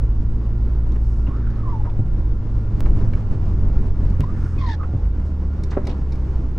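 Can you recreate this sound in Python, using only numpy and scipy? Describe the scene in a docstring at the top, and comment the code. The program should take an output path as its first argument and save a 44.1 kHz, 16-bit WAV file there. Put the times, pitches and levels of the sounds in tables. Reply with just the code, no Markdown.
"""Inside the cab of a truck on a snowy dirt road. The engine hums; tyres rumble through the body and
crunch on snow. From 0.9 s bumps shake rattles and taps out of the trim. At 1.3 s the wipers sweep:
rubber squeaks on the glass and the linkage thumps at each turn. The driver eases off. Near 3 s the
body booms over a dip and the engine drops to a lower drone. The wipers sweep again at 4.2 s; then the
truck slows, something loose knocks on the dashboard and plastic clicks."""
import sys
import numpy as np
from scipy import signal
from scipy.fft import rfft, irfft
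from scipy.io import wavfile

SR = 44100
rng = np.random.default_rng(int(sys.argv[2]) if len(sys.argv) > 2 else 0)


def file_out(sig):
    """Save sig as 16-bit WAV at sys.argv[1]."""
    # one column per channel
    cols = np.atleast_2d(sig).T
    # limit, then scale
    lim = np.clip(cols, -1, 1)
    pcm = np.round(lim * 32767).astype(np.int16)
    wavfile.write(sys.argv[1], SR, pcm)


N = 290178
TIME = np.arange(N) / SR
FREQS = np.maximum(np.fft.rfftfreq(N, 1 / SR), 1)
TOP_HZ = 15700


def undb(db):
    """Decibels to gain."""
    return 10 ** (np.asarray(db) / 20)


def unit(x):
    """Scale to rms 1."""
    return x / np.sqrt(np.mean(x ** 2))


def soften(x, hz):
    """Third-order low-pass."""
    return signal.sosfilt(signal.butter(3, hz, fs=SR, output="sos"), x + 1e-18)


def around(x, hz):
    """Broad band-pass centred on hz."""
    return signal.sosfilt(signal.butter(1, [hz / 1.5, hz * 1.5], "band", fs=SR, output="sos"), x)


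def colour(x, spectrum):
    """Filter by (f/Hz, level/dB) points; nothing passes above the last."""
    hz, db = np.transpose(spectrum)
    return irfft(rfft(x) * undb(np.interp(np.log(FREQS), np.log(hz), db, right=-np.inf)), N)


def noise(spectrum):
    """Coloured noise, rms 1."""
    return unit(colour(rng.standard_normal(N), spectrum))


def walk(rate_hz):
    """Smooth random drift, rms 1."""
    return unit(soften(rng.standard_normal(N), rate_hz))


def bell(t, half_s):
    """Gaussian swell to 1 at t."""
    return np.exp(-((TIME - t) / half_s) ** 2)


def patch(t, half_s):
    """Flat-topped swell to 1 at t."""
    return np.exp(-np.square(np.square((TIME - t) / half_s)))


def fade_in(t, half_s):
    """Smooth step from 0 to 1, centred on t."""
    return .5 + .5 * np.tanh((TIME - t) / half_s)


def decay(age_s, t60):
    """Exponential fall, 60 dB in t60 seconds."""
    return np.exp(-np.log(1000) * age_s / t60)


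def burst(t, attack_s, t60):
    """Envelope that rises at t and dies away."""
    age_s = np.maximum(TIME - t, 0)
    return (1 - np.exp(-age_s / attack_s)) * decay(age_s, t60)


def strike(hits, modes, scatter):
    """Blows ring one set of modes, each blow with its own balance."""
    hz, db, t60 = np.transpose(modes)[:, :, None]
    age_s, out = TIME[:SR // 2], np.zeros(N + SR)
    rings = undb(db) * decay(age_s, t60) * np.sin(2 * np.pi * hz * age_s)
    for t, peak_db in hits:
        ring = np.exp(scatter * rng.standard_normal(len(modes))) @ rings
        start = int(t * SR)
        out[start:start + len(age_s)] += undb(peak_db) * ring / np.abs(ring).max()
    return out[:N]


# Cab stereo width: f/Hz, side minus mid/dB
CAB_WIDTH = [(30, -21.5), (280, -22), (550, -10), (1400, -9), (2600, -1.5), (5500, -7), (14000, -31)]
def stereo(mid, side):
    """The two sides differ most around 2.6 kHz, little in the bass and highest treble."""
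    side = colour(side, CAB_WIDTH)
    return mid + np.array([side, -side])


def cab(x, echo_db, t60):
    """Nearby glass and panels add a short, dense echo."""
    tails = rng.standard_normal((2, N)) * decay(TIME, t60)
    mid, side = (signal.fftconvolve(x, tail / np.linalg.norm(tail))[:N] for tail in tails)
    return stereo(x + undb(echo_db) * mid, side)


# Cab air resonances: f/Hz, half width/Hz, lift/dB
AIR_MODES = [(106.5, 2.9, 8.5), (128.9, 8.5, 15), (183.6, 4.3, 10.5), (223.3, 5.8, 7)]
def partials(hz, harmonics):
    """Wavering engine harmonics, each louder near a resonance of the cab."""
    phase = 2 * np.pi * np.cumsum(hz) / SR
    out = 0
    for multiple, db in harmonics:
        lift_db = sum(peak / (1 + ((multiple * hz - f) / half) ** 2) for f, half, peak in AIR_MODES)
        out = out + undb(db + lift_db + walk(2.36)) * np.sin(multiple * phase)
    return out


# Firing rate: t/s, f/Hz
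FIRING_RATE = [(0, 53.86), (.62, 56.51), (1.42, 55.96), (1.97, 51.68), (2.8, 53.54), (3.95, 52.67),
               (4.22, 55.27), (4.48, 50.9), (5.3, 44.38), (5.8, 42.5), (6.58, 36.25)]
# Hum and drone harmonics: multiple, level/dB
HUM_HARMONICS = [(1, -27), (2, -34), (4, -47.5), (5, -60), (6, -47.5)]
DRONE_HARMONICS = [(1, -36), (2, -24), (3, -45.5), (4, -47.5), (5, -47)]
BOOM_DB, DRONE_RATIO = -26.5, 5 / 6
EASE_OFF_S, DRONE_IN_S, HUM_OUT_S = 1.55, 3.1, 3.29
def engine(firing_hz):
    """Firings hum; the exhaust booms until the driver eases off; a lower drone takes over."""
    hz = firing_hz * (1 + 0.0017 * walk(8.7))
    boom = undb(BOOM_DB) * np.sin(2 * np.pi * np.cumsum(hz) / SR) * (1 - fade_in(EASE_OFF_S, .07))
    hum = partials(hz, HUM_HARMONICS) * (1 - fade_in(HUM_OUT_S, 0.85))
    drone = partials(DRONE_RATIO * hz, DRONE_HARMONICS) * fade_in(DRONE_IN_S, 0.62)
    return np.sqrt(2) * (boom + hum + drone)


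def rolling(spectrum, grain, grain_hz):
    """Stereo road noise; grain makes it lumpy or crunchy."""
    grainy = (rng.standard_normal(N) * np.exp(grain * walk(grain_hz)) for _ in range(2))
    mid, side = (unit(colour(x, spectrum)) for x in grainy)
    return stereo(mid, side)


# Body shake and tread roar spectra: f/Hz, level/dB
SHAKE_SPECTRUM = [(15, 1.5), (22, -0.5), (38, 2), (55, -2.5), (95, -13), (135, -16.5), (190, -23.5)]
ROAR_SPECTRUM = [(90, 4.5), (200, 4.5), (290, 1.5), (400, -4.5), (700, -16), (1000, -16), (1400, -23.5),
                 (2700, -35.5), (3700, -40.5), (5000, -40), (6800, -45), (8300, -52), (13000, -63.5)]
# Rough and smooth stretches: t/s, half length/s, shake offset/dB, roar offset/dB
STRETCHES = [(0.508, 0.22, -1.5, -0.5), (2.187, 0.19, 2.5, -1), (2.986, 0.19, 7, 3.5),
             (3.766, 0.81, 4.5, 3.5), (4.888, 0.65, -5, -1), (6.114, 0.96, -4, 2.5)]
CRUISE_HZ, SHAKE_DB, SHAKE_DB_PER_OCTAVE, ROAR_DB = 47, -20, -1, -33.5
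def road(firing_hz):
    """Ruts shake the body; the tread roars and crunches on packed snow."""
    shake_db = SHAKE_DB + SHAKE_DB_PER_OCTAVE * np.log2(firing_hz / CRUISE_HZ)
    shake_db += sum(db * bell(t, half) for t, half, db, _ in STRETCHES)
    roar_db = ROAR_DB + sum(db * bell(t, half) for t, half, _, db in STRETCHES)
    shake = rolling(SHAKE_SPECTRUM, grain=0.021, grain_hz=2.7) * undb(shake_db)
    roar = rolling(ROAR_SPECTRUM, grain=0.16, grain_hz=550) * undb(roar_db + 1.13 * walk(8))
    return shake + roar


# Faint cab resonances: f/Hz, half width/Hz, level/dB
WHISTLE_BANDS = [(1395, 26, -63.5), (2832, 40, -77.5), (3615, 47, -80.5), (5070, 86, -83)]
def whistles():
    """Narrow bands of cab noise sing, swelling and fading."""
    out = 0
    for hz, half_hz, db in WHISTLE_BANDS:
        resonance = 1 / (1 + ((FREQS - hz) / half_hz) ** 2)
        band = irfft(rfft(rng.standard_normal(N)) * resonance, N)
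        out = out + undb(db) * unit(band * undb(2 * walk(3.9)))
    return out


# Rattles: t/s, level/dB, t60/s, f/Hz
RATTLE_BURSTS = [(0.919, -43, 0.016, 4300), (.9575, -36.5, 0.037, 935), (1.27, -44, 0.12, 1290),
                 (1.502, -53.5, .04, 5160), (1.847, -37.5, 0.26, 740), (1.898, -42, 0.032, 2020),
                 (2.858, -29.5, 0.057, 850), (4.098, -53, 0.056, 4600), (4.207, -38.5, 0.056, 1880),
                 (4.83, -37.5, 0.11, 960), (5.706, -48.5, 0.15, 4280), (5.716, -35.5, 0.26, 910),
                 (5.767, -32.5, 0.11, 837), (5.869, -47, 0.14, 2380), (5.892, -42, 0.12, 2900),
                 (5.871, -35, 0.36, 600)]
def rattles():
    """Trim panels and wiper arms chatter, each burst around its own pitch."""
    contacts = soften(rng.standard_normal(N) * undb(2.5 * walk(400)), hz=7000)
    out = 0
    for t, db, t60, hz in RATTLE_BURSTS:
        band = unit(soften(around(contacts, hz), min(1.94 * hz, TOP_HZ)))
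        out = out + undb(db) * burst(t, 0.0013, t60) * band
    return out


# Panel taps: t/s, peak level/dB
PANEL_HITS = [(.961, -40.5), (2.8595, -30), (3.1355, -28)]
# Panel modes: f/Hz, level/dB, t60/s
PANEL_MODES = [(1600, 2.5, 0.024), (1777, 2, 0.045), (2260, 1, 0.028), (2800, -3, 0.022), (4030, -7, 0.018)]
def panel_taps():
    """Bumps tap a hard panel against its frame."""
    return strike(PANEL_HITS, PANEL_MODES, scatter=0.28)


# Swishes: t/s, half length/s, level/dB
SLUSH_SWELLS = [(1.116, 0.15, -68), (4.462, 0.15, -65.5), (5.267, .035, -68)]
# Slush spectrum: f/Hz, level/dB
SLUSH_SPECTRUM = [(2500, -24.5), (5000, 5), (10000, -6), (13000, -17.5), (16000, -41)]
def swish():
    """The wiper blade pushes slush."""
    return noise(SLUSH_SPECTRUM) * sum(undb(db) * bell(t, half) for t, half, db in SLUSH_SWELLS)


# Spectrum of one slip: f/Hz, level/dB
SNAP_SPECTRUM = [(1000, -12), (1900, 7), (2650, -12), (3500, -1), (5300, -9.5), (8500, -31), (12000, -48)]
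SNAP_SCATTER_DB, OCTAVE_DB = 3, -4
def stick_slip(hz):
    """The rubber lip sticks and slips once a cycle, unevenly: snaps over a rough octave."""
    cycles = np.cumsum(hz * (1 + .055 * walk(110) + .035 * walk(600))) / SR
    snaps = np.diff(np.floor(cycles), prepend=0) * undb(SNAP_SCATTER_DB * walk(250))
    octave = undb(OCTAVE_DB) * np.sin(2 * np.pi * 2 * cycles + .9 * walk(300))
    return unit(colour(snaps, SNAP_SPECTRUM)) + octave


# Wiper stroke starts: t/s
STROKE_STARTS = [1.258, 4.218]
# Dry patches of glass: t/s, half length/s, tone level/dB, rasp level/dB
DRY_PATCHES = [(1.306, 0.014, -44, -71.5), (1.357, 0.029, -45, -73), (1.474, 0.0064, -47.5, -66),
               (1.603, 0.0079, -51, -73), (1.638, 0.0077, -43.5, -74), (1.681, 0.022, -37.5, -78),
               (1.749, 0.024, -32.5, -68), (1.782, 0.0067, -42, -74), (1.806, 0.0092, -40.5, -75),
               (4.24, 0.0073, -35.5, -57), (4.288, 0.028, -44, -75), (4.464, 0.0059, -45.5, -72),
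               (4.601, 0.019, -55.5, -52), (4.621, 0.009, -38.5, -50), (4.645, 0.015, -34, -50.5),
               (4.671, 0.0081, -35.5, -45.5), (4.697, 0.016, -29, -42.5), (4.719, 0.007, -39, -41),
               (4.74, 0.013, -39.5, -43.5)]
# Wet rubbing spectrum: f/Hz, level/dB
RUB_SPECTRUM = [(700, -12), (1200, 8.5), (2000, 1.5), (2600, -10), (6000, -24.5)]
STROKE_S, FASTEST_S, SPEED_UP_S, SLOW_DOWN_S = 0.82, .2, .185, .245
SLOW_HZ, FAST_HZ = 735, 1429
SLIDE_DB, RUB_DB, HALF_FLUTTER_DB = -55, -55, -41
JUDDER_DB, JUDDER_HZ = 2.5, 110
def squeak():
    """The lip stutters over glass, pitch following speed; on dry patches it grips, steadies, rasps."""
    peaks_s = [t + FASTEST_S for t in STROKE_STARTS]
    speed = sum(bell(t, np.where(TIME < t, SPEED_UP_S, SLOW_DOWN_S)) for t in peaks_s)
    sliding = sum((TIME > t) & (TIME < t + STROKE_S) for t in STROKE_STARTS)
    grip = sum(undb(db) * patch(t, half) for t, half, db, _ in DRY_PATCHES)
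    bite = sum(undb(db) * patch(t, half) for t, half, _, db in DRY_PATCHES)
    flutter = .95 / (1 + (grip + bite) / undb(HALF_FLUTTER_DB))
    hz = SLOW_HZ + (FAST_HZ - SLOW_HZ) * speed
    phase = 2 * np.pi * np.cumsum(hz * (1 + .08 * flutter * walk(220))) / SR
    tone = np.sin(phase) * undb((.7 + .5 * flutter) * JUDDER_DB * walk(JUDDER_HZ))
    rasp = (stick_slip(hz) + stick_slip(hz)) / np.sqrt(2)  # two stretches of lip, out of step
    rub = undb(RUB_DB) * speed * noise(RUB_SPECTRUM)
    return rub + sliding * ((undb(SLIDE_DB) + grip) * tone + bite * rasp)


# Chirps: t/s, half length/s, f/Hz, glide/(Hz/s), level/dB
LIP_CHIRPS = [(1.269, 0.0033, 2760, 2.5, -47), (1.702, 0.027, 1150, -700, -40.5),
              (1.88, 0.016, 940, -0.5, -37), (4.587, 0.0083, 2470, -2000, -46),
              (4.666, .005, 4220, 8997.5, -45), (4.815, 0.016, 1213, -3800, -35),
              (4.841, 0.0098, 1302, 5999.5, -40)]
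def chirps():
    """The lip flips over or part of it slips alone: brief, trembling glides."""
    tremble = 1 + .035 * walk(300)
    out = 0
    for t, half, hz, glide, db in LIP_CHIRPS:
        phase = 2 * np.pi * np.cumsum((hz + glide * (TIME - t)) * tremble) / SR
        out = out + undb(db) * patch(t, half) * np.sin(phase)
    return out


# Linkage thumps: t/s, peak level before low-pass/dB
LINKAGE_HITS = [(1.285, -15.5), (1.993, -10.5), (2.002, -11.5), (4.197, -9.5), (4.212, -15), (4.937, -10.5),
                (4.948, -11.5)]
# Linkage modes: f/Hz, level/dB, t60/s
LINKAGE_MODES = [(111.6, 5, 0.21), (143.84, 1.5, 0.24), (190, -3.5, 0.051), (257, -1, 0.051),
                 (553, -18, 0.042)]
def linkage_thumps():
    """The wiper linkage turns and takes up its slack, padded by rubber mounts."""
    return soften(strike(LINKAGE_HITS, LINKAGE_MODES, scatter=.2), hz=700)


# Jolts: t/s, level/dB, t60/s
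SNOW_LUMPS = [(2.187, -26.5, 0.12), (2.8, -28, 0.65), (2.898, -22.5, 0.26), (3.338, -29, 0.081),
              (3.422, -35, 0.06), (6.385, -22, 0.18)]
# Floor pan spectrum: f/Hz, level/dB
FLOOR_SPECTRUM = [(60, 1.5), (170, 0), (280, -2.5), (420, -11.5), (900, -32.5)]
def floor_thuds():
    """The tyres hit lumps of snow and the floor thuds."""
    return noise(FLOOR_SPECTRUM) * sum(undb(db) * burst(t, 0.0081, t60) for t, db, t60 in SNOW_LUMPS)


# Signal jumps: t/s, level/dB
TICK_JUMPS = [(2.8065, -17.5), (4.207, -19.5)]
def ticks():
    """Dry electrical ticks: the signal jumps and settles, alike on both sides."""
    return sum(-undb(db) * (TIME >= t) * decay(np.abs(TIME - t), t60=0.02) for t, db in TICK_JUMPS)


# Dashboard knocks: t/s, peak level before low-pass/dB
DASH_HITS = [(2.86, -27), (5.7677, -18.5), (5.7693, -14), (5.7728, -7), (5.7766, -17), (5.7798, -11),
             (5.843, -31), (5.868, -27), (5.884, -26.5)]
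# Dashboard modes: f/Hz, level/dB, t60/s
DASH_MODES = [(232, 5.5, 0.12), (290, 2, 0.044), (378, 14.5, 0.08), (444, 7, 0.058), (511, 13.5, 0.049),
              (586, 0, 0.096), (935, -6.5, 0.061), (1700, -8, 0.027), (2190, -26, .025)]
def dash_knocks():
    """Something loose bounces on the dashboard."""
    return soften(strike(DASH_HITS, DASH_MODES, scatter=0.31), hz=1800)


# Road dips: t/s, peak level before low-pass/dB
DIP_HITS = [(2.885, -11.5), (5.03, -10.5)]
# Body modes: f/Hz, level/dB, t60/s
BODY_MODES = [(51.3, -2, 0.87), (94, -17, 0.15)]
def body_booms():
    """A dip rings the low modes of the body."""
    return soften(strike(DIP_HITS, BODY_MODES, scatter=.1), hz=124)


# Clicks: t/s, level/dB, t60/s, f/Hz
CLICK_BURSTS = [(5.6358, -39, 0.03, 6000), (5.852, -50, 0.046, 4694), (5.87, -34, 0.031, 4860),
                (6.1217, -44.5, 0.06, 4136), (6.1562, -46.5, 0.015, 5200)]
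# Plastic spectrum: f/Hz, level/dB
PLASTIC_SPECTRUM = [(900, -18), (2300, 11), (2900, -25), (3800, -0.5), (4500, -7), (5200, 0.5),
                    (6200, -10.5), (9000, -15), (10100, -8), (11000, -19), (15500, -23.5)]
def plastic_clicks():
    """Hard plastic trim clicks in sharp, bright bursts."""
    plastic = noise(PLASTIC_SPECTRUM)
    return sum(undb(db) * burst(t, 0.00025, t60) * unit(around(plastic, hz))
               for t, db, t60, hz in CLICK_BURSTS)


def scene():
    """Everything heard from the seat."""
    firing_hz = np.interp(TIME, *np.transpose(FIRING_RATE))
    driving = engine(firing_hz) + road(firing_hz) + whistles() + floor_thuds() + body_booms()
    trim = cab(rattles() + panel_taps() + dash_knocks() + plastic_clicks(), echo_db=-13, t60=0.12)
    wipers = cab(swish() + squeak() + chirps(), echo_db=-12, t60=0.056) + linkage_thumps()
    return driving + trim + wipers + ticks()


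def record(dry):
    """Right side 0.5 dB louder; steep cut above TOP_HZ."""
    balance = undb([[-.25], [.25]])
    return signal.sosfilt(signal.ellip(8, .2, 70, TOP_HZ, fs=SR, output="sos"), dry * balance)


dry = scene()
out = record(dry)
file_out(out)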